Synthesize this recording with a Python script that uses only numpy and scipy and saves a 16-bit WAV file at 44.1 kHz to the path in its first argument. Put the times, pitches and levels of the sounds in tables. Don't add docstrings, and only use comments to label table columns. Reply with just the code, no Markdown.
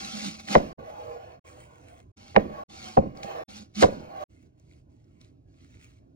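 import sys
import numpy as np
from scipy import signal
from scipy.fft import rfft, irfft, next_fast_len
from scipy.io import wavfile
from scipy.ndimage import uniform_filter1d, minimum_filter1d, map_coordinates

SR = 44100
rng = np.random.default_rng(int(sys.argv[2]) if len(sys.argv) > 2 else 0)


def transcribe(signal):
    frames = np.atleast_2d(signal).T
    limited = np.clip(frames, -1, 1)
    pcm = np.round(limited * 32767).astype(np.int16)
    wavfile.write(sys.argv[1], SR, pcm)


N = 271215


def amp(db):
    return 10 ** (np.asarray(db) / 20)


def unit(x):
    return x / np.sqrt(np.mean(x ** 2) + 1e-20)


def along(points, hz):
    f, v = np.transpose(points)
    return np.interp(np.log(hz + 1), np.log(f + 1), v)


def filtered(x, response):
    padded = next_fast_len(x.shape[-1] + SR // 8)
    spectrum = rfft(x, padded) * response(np.fft.rfftfreq(padded, 1 / SR))
    return irfft(spectrum, padded)[..., :x.shape[-1]]


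def resonances(peaks):
    def response(f):
        total = 0
        for k, (centre, width, db) in enumerate(peaks):
            peak = 1j * f * width / (centre * centre - f * f + 1j * f * width)
            total = total + (-1) ** k * amp(db) * peak
        return total
    return response


def narrow(peaks):
    return unit(filtered(rng.standard_normal((2, N)), lambda hz: resonances(peaks)(hz) ** 2))


FLUTTER_PER_S = 18


def flutter(depth_db, per_s=FLUTTER_PER_S):
    knots = rng.standard_normal(200)
    return amp(depth_db * map_coordinates(knots, [np.arange(N) * per_s / SR]))


DRIFT = .025


def drifting(x, order=3):
    wander = np.log(flutter(depth_db=20 / np.log(10), per_s=7))
    at = np.cumsum(1 + DRIFT * wander)
    return np.array([map_coordinates(row, [at], order=order, mode="mirror") for row in x])


def friction(patchy_db, grains, size, per_s=300, order=256):
    z = signal.stft(rng.standard_normal((2, N)), nperseg=order)[2]
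    field = uniform_filter1d(rng.standard_normal(z.shape[1:]), size[0], axis=0)
    field = uniform_filter1d(field, size[1], axis=1)
    pair = signal.istft(z * amp(patchy_db * unit(field)), nperseg=order)[1][:, :N]
    slips = (rng.random(N) < per_s / SR) * amp(2.5 * rng.exponential(size=N))
    burst = signal.lfilter([1], [1, -amp(-60 / SR / .004)], slips)
    return unit(pair) * (1 + grains * burst)


# start in seconds, end in seconds, fade-in in seconds.
STRETCHES = [(0, 0.732, 0.0006), (0.774, 1.397, 0.0046), (1.438, 2.119, 0.014), (2.16, 2.638, 0.013),
             (2.679, 3.438, 0.013), (3.475, 4.241, .01), (4.281, 6.193, 0.025)]


def in_stretch(s):
    t = np.arange(N) / SR
    return sum((t >= a) & (t < b) for a, b, _ in STRETCHES if a <= s < b)


RISE_DB_PER_S, FALL_DB_PER_S = 1497, 351
TAIL_DB, TAIL_DB_PER_S = -14.5, 93.5


def strokes(rows):
    t = np.arange(N) / SR
    gains = np.zeros((len(rows), N))
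    for gain, (start, swell_s, sag_s, db, swell_db, sag_db, *_) in zip(gains, rows):
        on = in_stretch(start) > 0
        peak = start + swell_s
        end = peak + sag_s
        after = np.maximum(t[on] - end, 0)
        held_db = np.interp(t[on], [start, peak, end], [db - swell_db, db, db - sag_db])
        held_db -= RISE_DB_PER_S * np.maximum(start - t[on], 0)
        release_db = np.maximum(-FALL_DB_PER_S * after, TAIL_DB - TAIL_DB_PER_S * after)
        gain[on] = amp(held_db + release_db)
    return gains, np.transpose(rows)[6:]


# pitch in Hz, relative level per Hz in dB.
AIR_COLOUR = [(20, -22), (80, 3), (125, 0), (200, -15), (270, -10), (380, -14), (520, -27), (630, -21),
              (760, -31), (1000, -42), (2000, -52), (5000, -50), (9000, -52.5), (15000, -67.5)]


def kitchen_air():
    air = unit(filtered(rng.standard_normal((2, N)), lambda hz: amp(along(AIR_COLOUR, hz))))
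    return amp(-56.5) * flutter(depth_db=1.5) * air


# start in seconds, swell in seconds, sag in seconds,
# peak level in dB, rise during the swell in dB, drop during the sag in dB.
LOW_HUMS = [(4.34, .07, .05, -62, 5, 4), (4.84, .03, .03, -67, 3, 3), (5.34, .03, .03, -65, 3, 3),
            (5.53, .16, .07, -62, 7, 3), (6.04, .06, .05, -62, 6, 0)]
# centre in Hz, width in Hz before the filter is applied twice, level in dB.
LOW_HUM_PITCH = [(265, 40, 0)]


def low_hums():
    return strokes(LOW_HUMS)[0].sum(axis=0) * narrow(LOW_HUM_PITCH)


# pitch in Hz, time to fade by 60 dB in seconds.
ROOM_FADE = [(100, 0.81), (500, 0.23), (1500, 0.2), (3000, 0.15), (8000, 0.29)]


def room(x):
    hz, t, z = signal.stft(rng.standard_normal((2, SR // 2)), SR, nperseg=256)
    fade = amp(-60 * t / along(ROOM_FADE, hz)[:, None])
    tail = signal.istft(z * fade, SR, nperseg=256)[1]
    tail = tail / np.linalg.norm(tail[0])
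    return signal.fftconvolve(np.pad(x, (300, 0))[None], tail, axes=1)[:, :N]


# pitch in Hz, width in Hz, level in dB.
COUNTER_MODES = [(160, 40, -3.5), (203, 40, -1), (290, 110, -2.5)]


def board_drone():
    noise = friction(patchy_db=2.5, grains=0.11, size=(2, 16))
    return unit(filtered(noise, lambda hz: resonances(COUNTER_MODES)(hz) ** 2))


# pitch in Hz, width in Hz before the filter is applied twice, level in dB.
PRESSED_MODE = [(210, 30, 0)]


def board_hum():
    return narrow(PRESSED_MODE)


# pitch in Hz, width in Hz, level in dB.
SLIDING_MODES = [(333, 46, -6), (694, 300, -5), (1110, 80, -1), (1440, 240, -12)]


def wood_rub():
    noise = friction(patchy_db=5.0, grains=0.2, size=(2, 10), order=1024)
    return unit(filtered(noise, resonances(SLIDING_MODES)))


# pitch in Hz, width in Hz before the filter is applied twice, level in dB.
SINGING_MODES = [(489, 45, 0), (623, 65, 0), (782.6, 50, 0)]


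def singing(gains):
    return sum(gain * drifting(narrow([mode]), order=1) for gain, mode in zip(gains, SINGING_MODES))


# pitch in Hz, width in Hz, level in dB.
BLADE_MODES = [(2150, 160, 0), (2560, 170, 3), (2980, 88, 0), (3220, 45, -5), (3770, 60, -10),
               (4150, 90, -8), (4420, 90, -8), (5200, 120, -14), (6383, 150, -14), (7430, 170, -18)]


def blade_ring():
    noise = friction(patchy_db=4.0, grains=.3, size=(2, 10), order=1024)
    return drifting(unit(filtered(noise, resonances(BLADE_MODES))))


# pitch in Hz, width in Hz, lift in dB.
CORNER_PEAKS = [(1280, 290, 7.5), (2215, 200, 7.5), (2640, 100, 5.5), (3160, 110, 4.5), (3800, 70, 2.5),
                (4270, 330, 4), (5400, 88, 1.5), (6000, 200, 1.5)]


def lifted(spectrum):
    def response(hz):
        lift_db = sum(db / (1 + (2 * (hz - c) / w) ** 2) for c, w, db in CORNER_PEAKS)
        return amp(along(spectrum, hz) + lift_db)
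    return response


# pitch in Hz, relative level per Hz in dB.
RUSTLE_COLOUR = [(700, -18.5), (1400, -6), (1800, -3.5), (2400, -2), (3000, -5), (3700, -10), (5000, -13.5),
                 (8000, -2), (11000, -20.5), (13500, -26.5), (15200, -17.5), (16000, -20)]


def glove_rustle():
    noise = friction(patchy_db=3.5, grains=1.2, per_s=150, size=(3, 9), order=768)
    return unit(filtered(noise, lifted(RUSTLE_COLOUR)))


# pitch in Hz, relative level per Hz in dB.
HISS_COLOUR = [(900, -22), (1300, -6), (1750, -10), (2200, -5), (3200, -4), (4300, -2), (5500, -3),
               (8000, -8), (10000, -15), (13000, -28), (16000, -29)]


def onion_hiss():
    noise = friction(patchy_db=2.6, grains=.5, size=(3, 6), order=512)
    return unit(drifting(filtered(noise, lifted(HISS_COLOUR))))


RUSTLE_FLUTTER_DB, RUB_FLUTTER_DB, DRONE_FLUTTER_DB = 2.47, 1.33, 2.5
IDLE_DRONE_DB, IDLE_RUB_DB = -67, -78.5
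CUT_DRONE_DB, CUT_RUSTLE_DB = -9, -11.5
CUT_SING_DB, SETTLE_SING_DB = (-12, -8, 1), (-4, -3, -10)
CUT_STEEL_DB, SETTLE_STEEL_DB = -22, -14
DRONE_DB_PER_S, RUB_DB_PER_S = 74.5, 57.5
SETTLE_RISE_S = .008
# board hum and rub, both in dB over the hiss.
CUT_STROKES = [(0, 0.006, 0.034, -40.5, 1.5, 2, -4, -11.5), (.05, .15, .04, -38.5, 3, 1, -8, -12),
               (.245, .03, .045, -39, 2, 6, -8, -13.5), (.345, 0.0089, 0.027, -53, 0, 6.5, -4, -11),
               (.397, 0.0036, 0.013, -46.5, 0.5, 6, -6, -12.5), (.445, 0.006, 0.015, -54.5, 2, 4, -3, -12),
               (.478, 0.054, 0.02, -29, 14, 5, -12, -8.5), (2.17, 0.13, 0.055, -55, 5, 6, -1, -7),
               (2.70, 0.17, 0.11, -44, 10, 10.5, -8, -7), (3.49, 0.09, 0.048, -46.5, 6, 8.5, -0.5, -9),
               (3.755, 0.072, 0.0089, -25, 23, 8.5, -16, -17)]
# rustle, blade and the three singing modes, all in dB over the rub.
DRAG_STROKES = [(0.84, 0.065, .02, -46, 11, 3, -24, -19, -14, 5, -2),
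                (.94, .03, .03, -49, 3, 3, -20, -17, -8, -2, 6),
                (1.0, .04, .135, -48, 5.5, 1, -24, -17, 4, 0, -3),
                (1.2, .04, .105, -52, 4.5, 4.5, -20, -11, -2, -1, 1),
                (1.438, 0.104, .46, -59.5, 1, 3, 0.5, -20, -3, -3, -8),
                (2.502, .09, .05, -46, 14, 2.5, -26, -21, -10, 2, 1),
                (3.151, .04, .035, -48, 9, 2, -24, -18, -8, -2, 0),
                (3.24, 0.072, .022, -41, 4, 2.5, -27, -10, -12, -4, 2),
                (3.355, 0.035, .01, -43, 3, 2.5, -29, -14, -4, 4, -4),
                (3.408, .015, .02, -46, 1.5, 3, -24, -15, 1, -5, -8),
                (4.1, .07, .03, -46.5, 12, 1, -30, -18, -10, 0, 4),
                (4.21, .015, .02, -43.5, 4, 0, -30, -18, -10, 6, 2)]
PEEL_STROKES = [(3.15, 0.015, 0.036, -69, 10, 3, -2), (3.232, 0.0067, 0.07, -53, 3, 13, 0),
                (4.3, 0.082, 0.084, -72.5, 3.5, 0, -7), (4.58, 0.134, 0.079, -73.5, 11, 2.5, 0.5),
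                (4.9, 0.085, 0.23, -82, -1, -1.5, -4), (5.21, .01, 0.071, -69, -1, 5.5, -1),
                (5.48, 0.144, 0.063, -70.5, 16, 3, 2), (5.7, .045, 0.034, -63, 8.5, 3, -6),
                (5.795, 0.044, 0.045, -63, 5, 5, -6), (5.9, 0.03, .06, -74, 0, 3.5, -2)]
PRESS_HUMS = [(.14, .015, .02, -47, 3, 4), (.25, .025, .025, -39, 6, 5), (.497, .025, .02, -33, 7, 6),
              (3.775, .025, .008, -33, 6, 2)]
# start in seconds, drone level in dB, rub level in dB.
RUMBLES = [(.575, -39.5, -40.5), (.785, -55, -50), (2.39, -41, -44), (3.0, -37.5, -48), (3.86, -37.5, -41)]


def gestures():
    t = np.arange(N) / SR
    cut, (hum_db, cut_rub_db) = strokes(CUT_STROKES)
    drag, (drag_rustle_db, drag_steel_db, *drag_sing_db) = strokes(DRAG_STROKES)
    peel, (peel_hiss_db,) = strokes(PEEL_STROKES)
    cut_hiss, peel_rustle, drag_rub = cut.sum(axis=0), peel.sum(axis=0), drag.sum(axis=0)
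    cut_rub = amp(cut_rub_db) @ cut

    at, settle_drone_db, settle_rub_db = np.transpose(RUMBLES)
    since = np.abs(t - at[:, None])
    on = np.array([in_stretch(s) * np.clip((t - s) / SETTLE_RISE_S, 0, 1) for s in at])
    settle_rub = amp(settle_rub_db) @ (on * amp(-RUB_DB_PER_S * since)) + amp(IDLE_RUB_DB)
    settle_drone = amp(settle_drone_db) @ (on * amp(-DRONE_DB_PER_S * since))

    sing = amp(drag_sing_db) @ drag
    sing = sing + np.outer(amp(CUT_SING_DB), cut_rub) + np.outer(amp(SETTLE_SING_DB), settle_rub)
    steel = amp(drag_steel_db) @ drag + amp(CUT_STEEL_DB) * cut_rub + amp(SETTLE_STEEL_DB) * settle_rub
    hiss = cut_hiss + amp(peel_hiss_db) @ peel
    rustle = peel_rustle + amp(drag_rustle_db) @ drag + amp(CUT_RUSTLE_DB) * cut_hiss
    hum = amp(hum_db) @ cut * flutter(DRONE_FLUTTER_DB) + strokes(PRESS_HUMS)[0].sum(axis=0)
    drone = amp(CUT_DRONE_DB) * hum + settle_drone + amp(IDLE_DRONE_DB)
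    rub = cut_rub + settle_rub + drag_rub

    uneven = flutter(RUB_FLUTTER_DB)
    rustle = rustle * flutter(RUSTLE_FLUTTER_DB)
    drone = drone * flutter(DRONE_FLUTTER_DB)
    return hiss, rustle, rub * uneven, sing * uneven, steel * uneven, drone, hum


def handwork():
    hiss_gain, rustle_gain, rub_gain, sing_gains, steel_gain, drone_gain, hum_gain = gestures()
    board = drone_gain * board_drone() + hum_gain * board_hum()
    sliding = rub_gain * wood_rub() + singing(sing_gains) + steel_gain * blade_ring()
    return board + sliding + rustle_gain * glove_rustle() + hiss_gain * onion_hiss()


# start in seconds, peak level in dB, centre pitch in Hz.
SKIN_SNAPS = [(0.3541, -40, 4080), (.375, -45.5, 7580), (0.402, -38, 3952), (0.4535, -41, 4410),
              (0.4853, -25, 1963), (1.53, -51.5, 4000), (3.152, -50, 2192), (3.1727, -40.5, 4500),
              (3.2315, -30, 2100), (3.2325, -30, 2850), (3.2345, -33, 6500), (3.5853, -47.5, 4290),
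              (3.756, -31.5, 4400), (4.5977, -54, 6000), (4.7121, -53, 2170), (4.724, -57, 3000),
              (4.735, -56, 2400), (5.043, -62, 5500), (5.214, -43.5, 4000), (5.247, -49, 4500),
              (5.542, -60, 2300), (5.606, -57, 2600), (5.656, -55, 2200), (5.7427, -51, 2220),
              (5.757, -56, 2500), (5.771, -54, 2200), (5.8, -57, 2300), (5.828, -50, 2320),
              (5.846, -56, 2900), (5.97, -63, 6800)]


def snaps():
    out, t = np.zeros(N + SR), np.arange(SR // 20) / SR
    for s, db, hz in SKIN_SNAPS:
        noise = rng.standard_normal(len(t)) * amp(-60 * t / 0.010)
        puff = filtered(noise, lambda f: resonances([(hz, 0.6 * hz, 0)])(f) ** 2)
        out[round(s * SR):][:len(t)] += amp(db) * puff / np.abs(puff).max()
    return out[:N]


FAVOUR_DB, FAVOUR_OCTAVES = 9.5, 0.4
CRACK_T60_S = 0.012
# pitch in Hz, level in dB, time to fade by 60 dB in seconds.
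BOARD_MODES = [(45, -5, .07), (82, -5, 0.07), (156.1, -11, 0.05), (201.5, -6, 0.06), (271.3, -11, .045),
               (333, -10, 0.056), (400.5, -10.5, 0.044), (462, -7, 0.04), (530, 2, .042), (621, -4, 0.035),
               (755, -2, 0.033), (854, -6.5, 0.022), (981, -6.5, 0.03), (1117, -4.5, 0.018),
               (1510, -3.5, 0.015), (1996, -11, .016), (2840, -10.5, 0.015)]
# start in seconds, peak level of the ring in dB, contact time in
# milliseconds, favoured pitch in Hz, crack level over the ring in dB, crack centre in Hz.
BLADE_CONTACTS = [(.5475, -18.5, 0.36, 800, -11, 2300), (.5518, -6.5, 0.33, 950, -3, 1800),
                  (0.5546, -6, 0.38, 760, -28, 2000), (.5575, -2, 0.6, 150, -30, 2000),
                  (.562, -5, .8, 536, -25, 2000), (.576, -17, .9, 536, -20, 2000),
                  (.782, -38, 1.2, 300, -25, 1500), (.808, -38, 1.5, 120, -30, 1500),
                  (.826, -40, 1.2, 300, -30, 1500), (2.346, -33, 0.68, 700, -12, 2200),
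                  (2.3547, -23, .5, 755, -7, 2000), (2.3621, -5, 0.37, 900, -2, 2000),
                  (2.3678, -7.5, 0.76, 203, -24, 2500), (2.373, -6, 0.75, 540, -28, 2000),
                  (2.3775, -8, 1.2, 520, -25, 2000), (2.452, -29, 1.6, 300, -30, 2000),
                  (2.503, -31, 1.5, 200, -30, 2000), (2.9695, -17, 1.2, 760, -16, 2300),
                  (2.973, -3, 1.0, 780, -34, 1600), (2.979, -8, 1.06, 206, -28, 1600),
                  (2.986, -9, 1.26, 207, -28, 2600), (3.034, -28, 1.2, 615, -32, 2000),
                  (3.059, -27.5, 2, 270, -32, 2000), (3.245, -33, 1.5, 200, -30, 2000),
                  (3.818, -21.5, .8, 618, -12, 2500), (3.8245, -5, .6, 520, -13, 2800),
                  (3.8275, -4, 0.32, 500, -10, 1500), (3.8324, -7, 0.33, 1020, -10, 3300),
                  (3.8365, -5, .6, 120, -16, 2000), (3.8432, -5, 0.68, 536, -25, 2000),
                  (3.863, -20, 1, 460, -25, 1200), (3.887, -24, 1.4, 200, -30, 1500),
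                  (3.924, -28, 1.3, 460, -25, 1500)]


def chops():
    out, t = np.zeros((2, N + SR)), np.arange(SR // 8) / SR
    hz, level_db, t60 = np.transpose(BOARD_MODES)[:, :, None]
    for s, db, contact_ms, spot_hz, crack_db, crack_hz in BLADE_CONTACTS:
        strength, detune, turn = rng.standard_normal((3, len(BOARD_MODES), 1))
        favour_db = FAVOUR_DB * np.exp(-(np.log2(hz / spot_hz) / FAVOUR_OCTAVES) ** 2)
        fading = amp(level_db + favour_db + 1.3 * strength - 60 * t / t60)
        softness = 1 + (hz * contact_ms / 1000) ** 4
        build_up = (1 - np.exp(-t * hz / .62)) ** 2
        shape = fading / softness * build_up
        phase = 2 * np.pi * hz * (1 + .02 * detune) * t
        shared_ring = (shape * np.sin(phase)).sum(axis=0)
        apart_ring = (shape * np.sin(phase + np.pi * turn)).sum(axis=0)
        ring = np.array([shared_ring, apart_ring])

        splinters = rng.standard_normal((2, len(t))) * amp(-60 * t / CRACK_T60_S)
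        splinters = splinters * (1 - np.exp(-t / .0008))
        crack = filtered(splinters, lambda f: resonances([(crack_hz, .7 * crack_hz, 0)])(f) ** 3)
        knock = ring / np.abs(ring[0]).max() + amp(crack_db) * crack / np.abs(crack[0]).max()
        out[:, round(s * SR):][:, :len(t)] += amp(db) * knock
    return out[:, :N]


def scene():
    hits = chops() + snaps() * [[1], [0]]
    background = kitchen_air() + low_hums() + amp(-15.5) * room(hits[0])
    return background + handwork() + hits


def limited(x):
    need = np.minimum(1, .95 / (np.abs(x).max(axis=0) + 1e-9))
    return x * uniform_filter1d(minimum_filter1d(need, size=161), size=81)


TOP_HZ = 15850
# pitch in Hz, likeness where 1 means the same before lead and tilt.
CHANNEL_LIKENESS = [(100, .97), (200, .92), (330, .65), (1000, .7), (4000, .8), (7000, .88), (8400, .999),
                    (11800, .999), (14000, .65)]
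# pitch in Hz, lead in radians.
LEFT_LEAD = [(0, 0), (170, -.45), (430, -1.6), (950, -2.9), (2000, -4.5), (3000, -4), (4300, -4.7),
             (6000, -4.4), (8400, -np.pi), (11800, -np.pi), (14800, -1.3), (16400, 0)]
# pitch in Hz, left minus right in dB.
LEFT_TILT = [(60, 0), (150, -4), (350, -4.5), (700, -2), (1500, -1.5), (2800, -1), (5000, 0.1),
             (7500, -1.5), (8400, 0), (11800, 0), (15000, -1)]


def record(dry):
    def turn(hz):
        return np.arccos(np.clip(along(CHANNEL_LIKENESS, hz), 0, 1)) / 2

    shared, apart = filtered(dry, lambda hz: np.array([np.cos(turn(hz)), np.sin(turn(hz))]))
    lead_hz, lead = np.transpose(LEFT_LEAD)
    side = np.array([[.5], [-.5]])

    def channel_response(hz):
        return amp(side * along(LEFT_TILT, hz)) * np.exp(1j * side * np.interp(hz, lead_hz, lead))

    channels = filtered(np.array([shared + apart, shared - apart]), channel_response)
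    t = np.arange(N) / SR
    gate = np.zeros(N)
    for start, end, fade in STRETCHES:
        fade_in = np.clip((t - start) / fade, 0, 1) ** 2
        fade_out = np.clip((end - t) / 0.0025, 0, 1) ** 2
        gate += fade_in * fade_out
    return filtered(limited(channels) * gate, lambda hz: hz < TOP_HZ)


dry = scene()
out = record(dry)
transcribe(out)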